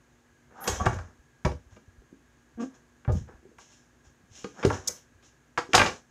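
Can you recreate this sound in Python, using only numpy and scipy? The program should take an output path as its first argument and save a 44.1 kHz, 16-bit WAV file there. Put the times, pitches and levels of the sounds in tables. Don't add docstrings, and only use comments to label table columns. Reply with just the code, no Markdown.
import sys
import numpy as np
from scipy import signal
from scipy.fft import rfft, irfft
from scipy.io import wavfile
from scipy.ndimage import uniform_filter1d

SR = 44100
rng = np.random.default_rng(int(sys.argv[2]) if len(sys.argv) > 2 else 0)


def to_wav(s):
    ch = np.atleast_2d(s).T
    pcm = np.round(np.clip(ch, -1, 1) * 32767)
    wavfile.write(sys.argv[1], SR, pcm.astype(np.int16))


N = 269010


def amp(db):
    return 10 ** (np.asarray(db) / 20)


def rms_one(x):
    return x / np.sqrt(np.mean(x ** 2) + 1e-20)


def at_hz(points, hz):
    return np.interp(np.log(hz + 1), np.log(np.array(points)[:, 0]), np.array(points)[:, 1])


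def colour(x, spectrum):
    gain = amp(at_hz(spectrum, np.fft.rfftfreq(len(x), 1 / SR)))
    return irfft(rfft(x) * rms_one(gain), len(x))


def ring(x, hz, t60):
    r, w = amp(-60 / (max(t60, .005) * SR)), 2 * np.pi * hz / SR
    return signal.lfilter([0, np.sin(w)], [1, -2 * r * np.cos(w), r * r], x + 1e-18)


def resonance(x, hz, width_hz):
    r, w = np.exp(-np.pi * width_hz / SR), 2 * np.pi * hz / SR
    return signal.lfilter([(1 - r * r) / 2, 0, (r * r - 1) / 2], [1, -2 * r * np.cos(w), r * r], x)


def add(out, start, piece):
    i = round(start * SR)
    out[i:i + len(piece)] += piece[:N - i]


def stroke(start, swell, fade, swell_db, fade_db, hold=0):
    times = start + np.cumsum([0, max(swell, .002), hold, max(fade, .002)])
    return amp(np.interp(np.arange(N) / SR, times, [-swell_db, 0, 0, -fade_db], left=-140, right=-140))


def background():
    # frequency in Hz, relative level in dB.
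    air_tone = [(20, -43.5), (48, -2.5), (100, -4), (140, 0.5), (200, -14.5), (300, -6.5), (590, -14.5),
                (1050, -15.5), (1700, -16.5), (3100, -24.5), (5000, -29.5), (6800, -27), (8500, -34.5),
                (15000, -41)]
    # pitch in Hz, average level in dB.
    hum_tones = [(60, -73), (240, -72), (358, -80.5)]
    # pitch in Hz, width in Hz, average level in dB.
    noise_bands = [(250, 7.7, -77.5), (1644, 66, -73.5), (6540, 590, -77.5)]
    t = np.arange(N) / SR
    air = amp(-64.5) * colour(rng.standard_normal(N), air_tone)
    drift = uniform_filter1d(rng.standard_normal(N), size=2000)
    waver_db = 2.6 * rms_one(uniform_filter1d(drift, size=2000))
    hum = sum(amp(db) * np.sqrt(2) * np.sin(2 * np.pi * hz * t) for hz, db in hum_tones)
    bands = sum(amp(db) * rms_one(resonance(rng.standard_normal(N), hz, width))
                for hz, width, db in noise_bands)
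    return air + hum * amp(waver_db) + bands


def room(x):
    # frequency in Hz, ring time in seconds, relative level in dB.
    echoes = [(60.3, 0.44, -10), (300, 0.26, 0), (1500, 0.23, -4), (5950, 0.32, -1.5), (13800, 0.42, 0)]
    t, tail, table = np.arange(SR // 2) / SR, 0, np.array(echoes)
    for low_hz in 30 * 2 ** np.arange(9):
        octave = signal.butter(2, [low_hz, 2 * low_hz], "band", fs=SR, output="sos")
        band = signal.sosfilt(octave, rng.standard_normal(len(t)))
        centre_hz = low_hz * np.sqrt(2)
        db, t60 = at_hz(table[:, ::2], centre_hz), at_hz(table, centre_hz)
        tail = tail + band * amp(db - 60 * t / t60)
    tail *= np.clip((t - .004) / 0.0024, 0, 1)
    tail *= amp(-40 * (t / 0.29) ** 2)
    return signal.fftconvolve(x, tail / np.sqrt(np.sum(tail ** 2)))[:N]


def rubs():
    # start, swell and fade in seconds, scrape level in dB, hiss level in dB.
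    strokes = [(.49, 0.021, 0.12, -56.5, -81), (.55, 0.11, 0.025, -45.5, -56),
               (0.663, 0.0067, 0.16, -33, -54), (.69, .06, 0.19, -48, -45), (.8, 0.07, 0.049, -34.5, -63),
               (.87, 0.058, 0.21, -41, -55), (1.699, 0.017, 0.16, -63.5, -66.5),
               (2.599, 0.014, 0.069, -74, -49.5), (2.69, 0.038, 0.19, -61, -86.5),
               (2.745, 0.0033, 0.022, -73, -55), (3.1, 0.066, 0.1, -54.5, -54.5),
               (3.271, 0.014, 0.15, -53, -75), (3.59, .01, 0.15, -62.5, -54),
               (3.68, 0.047, 0.16, -69, -58.5), (4.04, 0.011, 0.084, -61.5, -62),
               (4.302, 0.067, 0.27, -60, -50.5), (4.545, 0.052, 0.12, -42.5, -57),
               (4.628, 0.11, 0.12, -37, -45), (4.83, 0.044, 0.16, -50, -54.5),
               (4.88, 0.1, 0.08, -68.5, -61), (5.22, 0.027, 0.12, -73, -59.5),
               (5.671, 0.077, 0.028, -50.5, -54), (5.74, 0.09, 0.12, -31, -56),
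               (5.779, 0.059, 0.17, -38, -41)]
    # frequency in Hz, relative level in dB.
    scrape_tone = [(88, -58), (150, 1.5), (346, -1), (478, 0), (570, -0.5), (1480, -4.5), (1640, 0.5),
                   (1960, -13), (2470, -17), (5000, -63.5), (6500, -49.5), (11000, -120)]
    hiss_tone = [(1180, -41), (2000, -11), (3170, -5), (4820, -13.5), (5300, -2.5), (6700, -0.5),
                 (8550, -21), (13800, -37.5), (16000, -55)]
    out, rows = np.zeros(N), np.array(strokes)
    shapes = np.array([stroke(*times, swell_db=18.5, fade_db=26) for times in rows[:, :3]])
    for levels_db, tone, grains_per_s, spread_db in ((rows[:, 3], scrape_tone, 3900, 2.74),
                                                     (rows[:, 4], hiss_tone, 8400, 0.78)):
        grains = (rng.random(N) < grains_per_s / SR) * rng.standard_normal(N)
        grains *= amp(spread_db * np.minimum(rng.exponential(1, N), 4))
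        loudness = uniform_filter1d(amp(levels_db) @ shapes, size=1000)
        out += loudness * rms_one(colour(grains, tone))
    return out


def shirt_flick():
    # frequency in Hz, relative level in dB.
    flick_tone = [(1470, -67), (2800, -42), (3400, -18), (4480, -18), (4800, -9.5), (6200, -3.5),
                  (7770, -13.5), (9010, -24.5), (12600, -23), (16000, -31.5)]
    rise_s, hold_s, t60 = 0.0048, 0.0082, 0.018
    out, t = np.zeros(N), np.arange(SR // 5) / SR
    shape = np.clip(t / rise_s, 0, 1) ** 2 * amp(-60 * np.maximum(t - rise_s - hold_s, 0) / t60)
    burst = colour(rng.standard_normal(len(t)), flick_tone)
    add(out, start=4.872, piece=amp(-23.5) * burst * shape)
    return out


def arm_creak():
    # pitch in Hz, width in Hz, relative level in dB, how steeply it follows the force.
    arm_bands = [(249, 114, 3.5, 0.83), (460, 51, -11, 2.1), (700, 27, -15.5, 0.99), (1166, 130, -13.5, 2),
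                 (1600, 100, -19.5, 0.93), (2520, 190, -28.5, 1.8)]
    start_s, roughness = 2.576, .33
    slips_per_s = np.interp(np.arange(N) / SR, [start_s + .052, start_s + .06], [233, 265])
    wobble = roughness * rms_one(uniform_filter1d(rng.standard_normal(N), size=200))
    slip_count = np.floor(np.cumsum(slips_per_s * (1 + 0.075 * wobble)) / SR)
    slips = np.diff(slip_count, prepend=0)
    shake = slips * (1 + wobble) + 0.081 * roughness * rng.standard_normal(N)
    shape = stroke(start_s, swell=0.024, fade=0.055, swell_db=14.5, fade_db=28, hold=0.037)
    force = np.maximum(uniform_filter1d(shape, size=300), 0)
    out = np.zeros(N)
    for hz, width, db, power in arm_bands:
        band = resonance(resonance(shake, hz, width), hz, 2 * width)
        out += amp(db) * force ** power * rms_one(band)
    return amp(-33) * out


def cover_taps():
    # start in seconds, strength in dB.
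    taps = [(.8, -31), (.807, -27.5), (.814, -29.5)]
    # pitch in Hz, relative level in dB, ring time in seconds.
    cover_tones = [(774, -2.5, 0.052), (1105, 2, .04)]
    clicks = np.zeros(N)
    for start, db in taps:
        add(clicks, start, amp(db) * np.hanning(24) / 6)
    return sum(amp(db) * ring(clicks, hz, t60) for hz, db, t60 in cover_tones)


def latch():
    # start in seconds, peak level in dB.
    strikes = [(0.64, -40), (0.651, -47), (0.668, -32), (.676, -22), (.712, -33.5)]
    # pitch in Hz, relative level in dB, ring time in seconds.
    lever_tones = [(1906, -2, 0.29), (2210, -1.5, 0.14), (2550, -7, 0.13), (2860, -11.5, .1),
                   (3225, 3, 0.2), (3430, -4, .06), (3820, -4, .15), (5400, -10, 0.1), (5920, 7, 0.11),
                   (6190, 3, 0.12), (6540, 6.5, 0.099), (7220, -3.5, .12), (7580, -4, .08)]
    # start, swell and fade in seconds, level in dB.
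    slides = [(0.607, 0.035, 0.03, -44), (.665, 0.0096, 0.028, -46.5)]
    # pitch in Hz, width in Hz, relative level in dB.
    joint_bands = [(453, 180, -8.5), (843, 320, 1.5), (1140, 190, -1.5), (1460, 110, -1)]
    hiss_hz, hiss_width_hz = 11900, 2700
    out, t = np.zeros(N), np.arange(SR // 3) / SR
    hit, loose_buzz = amp(-60 * t / 0.0091), 0.15 * amp(-60 * t / 0.41)
    for start, peak_db in strikes:
        shake = rng.standard_normal(len(t)) * (hit + loose_buzz)
        lever = sum(amp(db) * ring(shake, hz, t60) for hz, db, t60 in lever_tones)
        add(out, start, amp(peak_db) * lever / np.abs(lever).max())
    hiss = resonance(rng.standard_normal(N), hiss_hz, hiss_width_hz)
    hiss = rms_one(resonance(hiss, hiss_hz, hiss_width_hz))
    slide = sum(amp(db) * stroke(*times, swell_db=10, fade_db=24) for *times, db in slides)
    grit = rng.standard_normal(N) * amp(2.98 * rng.exponential(1, N)) * (rng.random(N) < .1)
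    grind = rms_one(sum(amp(db) * resonance(resonance(grit, hz, width), hz, width)
                        for hz, width, db in joint_bands))
    push = amp(-38.5) * stroke(start=0.55, swell=0.14, fade=.03, swell_db=14, fade_db=18)
    return out + uniform_filter1d(slide, size=300) * hiss + uniform_filter1d(push, size=800) * grind


def thump(hz, ring_share=1):
    sag, settle_s = 0.18, 0.028
    t = np.arange(SR // 3) / SR
    t60 = ring_share * 0.14 * (100 / hz) ** 0.47
    wander = 0.13 * np.interp(t, np.arange(40) / 120, rng.standard_normal(40))
    phase = 2 * np.pi * hz * np.cumsum(1 + sag * (np.exp(-t / settle_s) - .5) + wander) / SR
    wave = sum(gain * np.sin(ratio * phase) * amp(-60 * t / (longer * t60))
               for ratio, gain, longer in ((0.982, 0.8, 1.11), (0.738, .3, 1.4), (1.7, 0.1, 1.2)))
    wave *= np.clip(t * hz * 2, 0, 1)
    return wave / np.abs(wave).max()


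def hand_knocks():
    # start in seconds, peak level in dB, pitch in Hz.
    knocks = [(0.694, -29, 82), (0.811, -27.5, 178), (1.19, -48, 59.6), (1.662, -50, 64.1),
              (1.722, -45.5, 85.5), (1.818, -52.5, 230), (1.879, -44.5, 96.7), (1.979, -45.5, 54.4),
              (2.02, -52, 380), (2.127, -39.5, 274.4), (2.552, -51, 70), (3.17, -31, 91), (3.211, -29, 95),
              (3.34, -45.5, 62), (3.429, -53, 302), (3.453, -42.5, 337), (3.491, -49, 298),
              (3.515, -49.5, 332), (4.069, -51, 68), (4.237, -53.5, 154), (4.31, -46, 93),
              (4.445, -27.5, 364), (4.65, -7.5, 356), (4.896, -43, 510), (5.149, -53, 75),
              (5.691, -36, 370), (5.698, -41, 353)]
    out = np.zeros(N)
    for start, db, hz in knocks:
        add(out, start, amp(db) * thump(hz, ring_share=0.43))
    return out


def press_blows():
    # start in seconds, thump level in dB, thump pitch in Hz, base level in dB, plate level
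    # in dB, struck spot (the pitch that rings best, in octaves above 1000 Hz), tick level in dB,
    # tick brightness in dB per octave, rattle ring time in seconds.
    blows = [(0.639, -68, 231, -56, -55, 0.48, -43, 4, 0.043),
             (.675, -51, 62, -24.5, -21, 0.31, -20, 4, 0.05),
             (0.72, -27, 70.4, -45, -48, 0.4, -41, -9, 0.06),
             (0.806, -25, 76.4, -39, -45, 0.069, -59.5, 8, 0.045),
             (.856, -21.5, 71.5, -20.5, -27, 0.28, -33, 3, 0.04),
             (.864, -15.5, 126, -24.5, -11.5, 0.29, -27, 0, 0.02),
             (.94, -36, 74.5, -54, -54, .3, -41.5, 6, 0.021),
             (0.964, -27.5, 92, -46, -48, 0.39, -51, 7, .02),
             (.988, -40, 58, -48, -30.5, 0.13, -41, 0, 0.017),
             (1.449, -16.5, 137, -26, -20.5, 0.22, -29.5, -1.5, 0.048),
             (1.457, -21, 76.5, -22.5, -33, 0.19, -62, 8, 0.081),
             (1.516, -33.5, 123, -36, -40, 0.13, -45, 0, 0.028),
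             (1.764, -53, 217, -46, -48.5, 0.64, -57, -1, 0.035),
             (3.049, -56, 175, -46, -37.5, 0.49, -50, -3, 0.009),
             (3.078, -15.5, 125.8, -25.5, -32, -0.41, -50.5, -12, 0.072),
             (3.092, -19, 94.6, -28, -33, -0.12, -53, -8, 0.08),
             (3.119, -21, 81, -40, -50, -0.06, -48.5, 9, 0.068),
             (3.149, -22.5, 140.4, -34, -53, -0.089, -50, 31, 0.012),
             (3.282, -53, 177, -47.5, -51, 0.32, -70, 7, 0.081),
             (3.585, -60, 142, -50.5, -40, 0.48, -45, 11, 0.013),
             (4.443, -37.5, 199, -34.5, -34, 0.34, -25.5, -5, 0.013),
             (4.629, -53.5, 231, -27.5, -21, 0.44, -34, -9.5, 0.087),
             (4.649, -18, 153, -22.5, -24, 0.46, -18.5, -0.5, 0.02),
             (4.664, -20.5, 90.8, -32, -39, .3, -35.5, 13, 0.028),
             (4.702, -27, 94.5, -23, -20, .3, -49, 9, 0.03),
             (4.884, -49.5, 95, -37.5, -41.5, 1, -60, -5, 0.11),
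             (5.225, -64, 71.5, -58, -60, .3, -61, -4, 0.16),
             (5.576, -48.5, 207, -26, -12, 0.35, -20, -2.5, 0.014),
             (5.582, -46, 151, -30, -20.5, 0.16, -27, -5, 0.046),
             (5.733, -40, 244, -18.5, -14, 0.88, -10, -2, 0.014),
             (5.7434, -24, 158, -15, -7, 0.0058, -17.5, -1.5, 0.027),
             (5.748, -29, 91, -31, -15, 0.65, -8.5, 2, 0.052),
             (5.778, -22, 118, -28, -12.5, 0.32, -7.5, -10.5, 0.027),
             (5.794, -49, 79, -19.5, -11, 0.83, -13.5, -17, 0.041),
             (5.815, -37, 92, -19, -9, 0.53, -11, -9.5, 0.022),
             (5.858, -33, 135.3, -24.5, -23.5, -0.05, -27, -6.5, 0.12)]
    # pitch in Hz, relative level in dB, ring time in seconds before damping.
    frame_tones = [(266, 4, 0.019), (295.6, 3, 0.036), (352.5, -1, 0.04), (391, -5, 0.081),
                   (486.3, -2, 0.078), (524, -3, 0.086), (596.7, -2, 0.043), (699.5, 1.5, 0.032),
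                   (786, 0, 0.042), (838, -2.5, 0.092), (953, -1, 0.032), (1095.5, -0.5, 0.026),
                   (1202, -5, 0.065), (1318, -7.5, 0.05), (1420, 0.5, 0.018), (1596, -4.5, 0.078),
                   (1667, 1, 0.016), (1993, 4.5, 0.011), (2177, -8.5, 0.1), (2310, -2.5, 0.041),
                   (2840, -5.5, 0.026), (2870, -11, 0.011), (3290, 1, 0.021), (3330, -11.5, 0.027)]
    # frequency in Hz, relative level in dB.
    tick_tone = [(1470, -18), (2500, -9.5), (3800, -8), (4170, -13), (4910, -8.5), (6760, -10), (7470, -16),
                 (9810, -27.5), (13700, -38), (16000, -48)]
    longest_ring_s = .06
    frame_hz = np.array(frame_tones)[:, 0]
    is_base = frame_hz < 650
    out, t = np.zeros(N), np.arange(SR // 3) / SR
    for start, thump_db, thump_hz, base_db, plate_db, spot, tick_db, tilt_db, rattle_s in blows:
        rattle_noise, tick_noise = rng.standard_normal((2, len(t)))
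        strength = amp(rng.normal(0, 1.5, len(frame_tones)))
        detune = 1 + rng.normal(0, 0.02, len(frame_tones))
        add(out, start, amp(thump_db) * thump(thump_hz))

        fade = amp(-60 * t / rattle_s) * np.clip(t / 0.0034, 0, 1)
        shake = 0.037 * rattle_noise ** 3 * fade
        shake[0] += 1
        softer_octaves = 0.1346 * max(base_db - plate_db, 0) + 0.056 * tilt_db
        treble_hz = (1300 + 8.6 * thump_hz) * 2 ** -softer_octaves
        shake = signal.sosfilt(signal.butter(2, treble_hz, fs=SR, output="sos"), shake)

        rings = np.array([ring(shake, detune[k] * hz, min(t60, longest_ring_s)) * (-1) ** k * amp(db)
                          for k, (hz, db, t60) in enumerate(frame_tones)])
        off_spot_db = -9 * (np.log2(frame_hz / 1000) - spot) ** 2
        base = strength[is_base] @ rings[is_base]
        plates = (strength * amp(off_spot_db))[~is_base] @ rings[~is_base]
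        for part, peak_db in ((base, base_db), (plates, plate_db)):
            add(out, start, amp(peak_db) * part / np.abs(part).max())

        crack_filter = signal.butter(6, 1800 * 2 ** spot, fs=SR, output="sos")
        crack = np.diff(signal.sosfilt(crack_filter, signal.unit_impulse(200)))
        add(out, start, amp(plate_db - 2.5) * crack / crack.max())
        tilted_tone = [(hz, db + tilt_db * np.log2(hz)) for hz, db in tick_tone]
        add(out, start, amp(tick_db) * colour(tick_noise, tilted_tone) * fade)
    return out


def scene():
    press = press_blows() + hand_knocks() + cover_taps() + latch() + rubs()
    flick, creak = shirt_flick(), arm_creak()
    echo = room(amp(-5) * press + amp(-12) * flick + amp(-11) * creak)
    return (press + flick + creak + echo + background())[None]


def record(dry):
    bass_hz, treble_hz, ceiling = 37.8, 16300, 0.84
    thinned = signal.sosfilt(signal.butter(2, bass_hz, "high", fs=SR, output="sos"), dry)
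    rounded = ceiling * np.tanh(thinned / ceiling)
    return signal.sosfilt(signal.cheby2(16, 70, treble_hz, fs=SR, output="sos"), rounded)


dry = scene()
out = record(dry)
to_wav(out)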